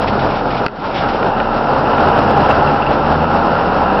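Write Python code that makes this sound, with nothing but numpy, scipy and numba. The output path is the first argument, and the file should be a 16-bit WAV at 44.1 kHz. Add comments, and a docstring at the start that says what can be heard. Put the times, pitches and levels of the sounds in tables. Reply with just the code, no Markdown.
"""A truck on a wet roundabout

A heavy diesel truck pulls in: each firing puffs through the exhaust and rattles the engine block,
the gears whine, the coupling clacks and the trailer clinks. Tyres roar and hiss on the wet road,
a circling car drones and a low hum runs throughout. Gusts brush the microphone, and one sharp
knock on it makes the gain control turn everything down for a moment."""
import sys
import numpy as np
from scipy import signal
from scipy.fft import rfft, irfft
from scipy.io import wavfile
from numba import njit

SR = 44100
rng = np.random.default_rng(int(sys.argv[2]) if len(sys.argv) > 2 else 0)


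def wav_record(signal):
    """Record a signal, one row per channel, as 16-bit PCM in the file named by sys.argv[1]."""
    frames = np.transpose(np.atleast_2d(signal))
    bounded = np.clip(frames, -1, 1)
    # unit amplitude maps onto the largest positive 16-bit level
    quanta = np.round(bounded * 32767).astype(np.int16)
    wavfile.write(sys.argv[1], SR, quanta)


N = 176400

# how often the truck's engine fires: t/s, f/Hz
FIRING_RATE = [(0, 67.77), (.6, 62.25), (1.2, 65.27), (2.05, 65.14), (2.3, 70.35), (2.56, 74.67),
               (2.86, 70.33), (3.1, 76.98), (3.33, 82.84), (3.52, 84.76), (3.8, 94.8), (4, 100.9)]
# loudness of the exhaust: t/s, level/dB
EXHAUST_LEVEL = [(0, -28.5), (.6, -28.5), (1.1, -40), (2.1, -38.5), (2.35, -22.5), (2.6, -21.5),
                 (2.9, -26.5), (3.15, -19.5), (3.4, -23.5), (3.6, -27.5), (4, -17)]
# how the pipe and silencer shape the tone: f/Hz, level/dB
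PIPE_TONE = [(60, -14.5), (80, -1), (98, -17.5), (125, 3), (150, 2), (210, -1.5), (300, -8.5), (450, -17),
             (900, -34.5)]
# loudness of the engine's clatter: t/s, level/dB
CLATTER_LEVEL = [(0, -24.5), (1, -21.5), (1.6, -19), (2, -15.5), (2.6, -15), (2.95, -18), (3.3, -18),
                 (4, -16)]
# pitches at which the engine block rings: f/Hz, width/Hz, level/dB
BLOCK_RING = [(511, 43, -3.5), (576, 60, -7), (712, 90, -1), (798, 45, 0.5), (832, 120, -1.5),
              (982, 150, -3), (1332, 165, -3.5), (1606, 270, -14.5), (2720, 335, -18)]
# tone of tyres on the wet road: f/Hz, level/dB
TYRE_TONE = [(25, -32.5), (50, -12), (70, -6), (105, -6.5), (135, 0), (175, -5), (215, -1), (350, -3.5),
             (420, -0.5), (580, 0), (850, -1.5), (1150, -8), (1400, -6), (1900, -22), (2400, -25.5),
             (3000, -25.5), (3500, -28.5), (5200, -30.5), (7000, -39)]
# loudness of the traffic's tyres: t/s, level/dB
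TYRE_LEVEL = [(0, -16), (.6, -16), (1.11, -18.5), (1.35, -14), (1.48, -16.5), (2, -14), (2.55, -12.5),
              (2.95, -15), (3.5, -14.5), (4, -16)]
# notes of the hum: f/Hz, level/dB
HUM_NOTES = [(32.3, -33), (226.1, -34.5), (291, -35), (3655, -54)]
# engine note of the circling car: t/s, f/Hz, level/dB
CAR_NOTE = [(0, 89.8, -30.5), (.6, 82.6, -42), (1.4, 85, -47.5), (2, 82.9, -30), (2.35, 90.95, -29),
            (2.8, 88.8, -36), (3.5, 78.4, -38), (3.85, 74.4, -27), (4, 76.4, -42)]
# gusts over the microphone: t/s, length/s, level/dB
GUSTS = [(.005, 0.023, -28), (0.069, 0.019, -24.5), (0.189, 0.036, -28), (0.286, .11, -31.5),
         (0.503, 0.095, -29.5), (0.755, 0.21, -32), (.841, 0.015, -32.5), (0.942, 0.079, -27.5),
         (1.082, .08, -30.5)]
# tone of the gusts: f/Hz, level/dB
GUST_TONE = [(300, 3), (1200, -9), (2200, 4.5), (3200, 0.5), (4200, -5), (5200, -6.5), (7000, -12.5)]
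# the knock and its bounces: t/s, level/dB
KNOCKS = [(.6638, -2.5), (.6682, -8.5), (.6825, -5)]
# ring of the microphone's housing: f/Hz, level/dB, fade time/s
HOUSING_RING = [(416, -2.5, .03), (900, -2, 0.018), (1400, 2, 0.019), (1960, -3, 0.015),
                (2590, -2.5, 0.015), (4500, -9.5, 0.0096), (8870, 17.5, 0.021)]
# blows on the coupling: t/s, level/dB
CLACKS = [(1.2285, -10.5), (1.401, -8), (1.983, -11.5)]
# ring of the coupling: f/Hz, level/dB, fade time/s
COUPLING_RING = [(1416.3, 3, 0.021), (1820, -5, .02), (2430, -7, .02), (2870, -7.5, .018),
                 (3500, -11, 0.0093)]
# blows on the trailer: t/s, level/dB
CLINKS = [(2.509, -16), (2.674, -20.5), (2.822, -18.5), (2.866, -17.5)]
# ring of the trailer's steel: f/Hz, level/dB, fade time/s
STEEL_RING = [(2696, 2, 0.045), (2785, -7.5, .08), (3270, -16, 0.042), (4920, -17, .06)]


def gain(db):
    """Turn decibels into a number to multiply by."""
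    return 10 ** (np.asarray(db) / 20)


def unit(x):
    """Scale a signal to an average strength (rms) of 1."""
    return x / np.sqrt(np.mean(x ** 2))


def curve(table, column=1):
    """Join one column of a table with straight lines in time."""
    rows = np.array(table)
    return np.interp(np.arange(N) / SR, rows[:, 0], rows[:, column])


def tone_gain(table, hz):
    """Look up the gain of a tone table at any frequency."""
    rows = np.array(table)
    return gain(np.interp(np.log(hz + 1e-9), np.log(rows[:, 0]), rows[:, 1]))


def frequencies():
    """The frequency of each point in a spectrum, in Hz."""
    return np.arange(N // 2 + 1) * SR / N


def drift(rate_hz):
    """Smooth random wandering, about 1 in size."""
    return unit(irfft(rfft(rng.standard_normal(N)) * np.exp(-(frequencies() / rate_hz) ** 2), N))


def sine(hz):
    """A pure tone that follows a changing pitch."""
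    return np.sin(2 * np.pi * (np.cumsum(hz) / SR + rng.random()))


def strikes(blows, notes, contact_s=0.00034):
    """Each blow rings the same notes, and each note drops 60 dB in its fade time."""
    t = np.arange(SR // 4) / SR
    ring = sum(gain(db) * np.sin(2 * np.pi * hz * t) * gain(-60 * t / fade) for hz, db, fade in notes)
    rise = 1 - np.exp(-t / contact_s)
    taps = np.zeros(N)
    for start, db in blows:
        taps[int(start * SR)] += gain(db)
    return signal.fftconvolve(taps, ring * rise)[:N]


def exhaust(firing_hz, uneven_db=-26, flutter_db=1):
    """Puffs in the pipe make notes at multiples of the firing rate; uneven cylinders add weak ones."""
    out = 0
    for thirds in range(2, 30):
        hz = thirds / 3 * firing_hz
        level_db = (uneven_db if thirds % 3 else 0) + flutter_db * drift(11)
        out += tone_gain(PIPE_TONE, hz) * gain(level_db) * sine(hz)
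    return unit(out) * gain(curve(EXHAUST_LEVEL))


def clatter(firing_hz, scatter_db=2, decay_cycles=0.4, steady=0.74):
    """Each firing adds a burst to a steady rattle that makes the engine block ring."""
    cycles = np.cumsum(firing_hz) / SR
    strength = gain(scatter_db * rng.standard_normal(N // 100))[cycles.astype(int)]
    bursts = strength * np.exp(-(cycles % 1) / decay_cycles)
    rattle = (steady + bursts) * rng.standard_normal(N)
    hz = frequencies() + 1e-9
    power = 0
    for centre, width, db in BLOCK_RING:
        off_pitch = (hz ** 2 - centre ** 2) / (hz * width * np.sqrt(2))
        power += gain(db) ** 2 / (1 + off_pitch ** 2) ** 2
    return unit(irfft(rfft(rattle) * np.sqrt(power), N)) * gain(curve(CLATTER_LEVEL))


def gear_whine(hz=816, below_clatter_db=11.5, wander=0.00796):
    """The gears sing one wavering note that swells along with the clatter."""
    level_db = curve(CLATTER_LEVEL) - below_clatter_db + 1.8 * drift(14)
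    return np.sqrt(2) * gain(level_db) * sine(hz * (1 + wander * drift(18)))


def tyres(bands=14, flicker_db=1.16, swell_db=1.9):
    """Tyres roar and hiss on the wet road: bands of noise flicker alone and swell together."""
    spectrum = rfft(rng.standard_normal(N)) * tone_gain(TYRE_TONE, frequencies())
    place = np.interp(np.log(frequencies() + 1), np.log([60, 6000]), [0, bands - 1])
    out = 0
    for band in range(bands):
        share = np.maximum(1 - abs(place - band), 0)
        out += irfft(spectrum * share, N) * gain(flicker_db * drift(21))
    return unit(out) * gain(curve(TYRE_LEVEL) - swell_db * drift(10))


def hum(flutter_db=1.6, wander_hz=.8):
    """Three low notes and a faint high one hum on, wavering a little."""
    notes = (gain(db + flutter_db * drift(6)) * sine(hz + wander_hz * drift(7)) for hz, db in HUM_NOTES)
    return np.sqrt(2) * sum(notes)


def car_drone():
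    """The engine of a circling car drones on one low, sliding note."""
    level_db = curve(CAR_NOTE, column=2) + 1.1 * drift(9.4)
    return np.sqrt(2) * gain(level_db) * sine(curve(CAR_NOTE) + drift(24))


def gusts(rise_s=.004, fall_s=0.016):
    """Short gusts of air hiss across the microphone."""
    t = np.arange(N) / SR
    flow = 0
    for start, length, db in GUSTS:
        rise = np.clip((t - start) / rise_s, 0, 1)
        fall = np.exp(-np.maximum(t - start - length, 0) / fall_s)
        flow += gain(db) * rise * fall
    hiss = irfft(rfft(rng.standard_normal(N)) * tone_gain(GUST_TONE, frequencies()), N)
    return flow * unit(hiss) * gain(1.8 * drift(40))


def knock():
    """A knock and two quick bounces ring the microphone's housing."""
    return strikes(KNOCKS, HOUSING_RING)


def coupling_clacks():
    """Blows on the coupling between truck and trailer ring very briefly."""
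    return strikes(CLACKS, COUPLING_RING)


def trailer_clinks():
    """Blows on the trailer's steel ring high and bright."""
    return strikes(CLINKS, STEEL_RING)


@njit
def follow(x, rise, fall):
    """Track the size of a signal, with one speed going up and another coming down."""
    out, level = np.empty(len(x)), 0.
    for i in range(len(x)):
        level += (x[i] - level) * (rise if x[i] > level else fall)
        out[i] = level
    return out


def gain_control(sound, limit_db=-2.5, rise_s=.0012, fall_s=0.26, lag_s=0.0017, cut_per_db=1.32):
    """Turn the sound down quickly when it passes the limit, then let it back up slowly."""
    level = follow(abs(sound[0]), 1 / (rise_s * SR), 1 / (fall_s * SR))
    excess_db = 20 * np.log10(np.maximum(level / gain(limit_db), 1))
    lag = np.exp(-1 / (lag_s * SR))
    cut_db = signal.lfilter([1 - lag], [1, -lag], cut_per_db * excess_db)
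    return sound * gain(-cut_db)


def scene():
    """Truck, traffic, hum, wind and knock add up in one channel."""
    firing_hz = curve(FIRING_RATE) * (1 + 0.0027 * drift(8))  # the engine speed wobbles slightly
    engine = exhaust(firing_hz) + clatter(firing_hz) + gear_whine()
    surroundings = tyres() + gusts() + hum() + car_drone()
    return (engine + surroundings + knock() + coupling_clacks() + trailer_clinks())[None]


def record(dry, treble_hz=5730, clip_level=.7, crackle_db=-7.5, top_hz=15800):
    """After the gain control, the treble is cut and the tallest peaks are flattened, which crackles."""
    treble_cut = signal.butter(20, treble_hz, fs=SR, output="sos")
    dulled = signal.sosfiltfilt(treble_cut, gain_control(dry))
    clipped = np.clip(dulled, -clip_level, clip_level)
    body = signal.sosfiltfilt(treble_cut, clipped)
    crackle = clipped - body  # what the clipping adds above the treble cut
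    top_cut = signal.ellip(8, .2, 70, top_hz, fs=SR, output="sos")
    return signal.sosfilt(top_cut, body + gain(crackle_db) * crackle)


dry = scene()
out = record(dry)
wav_record(out)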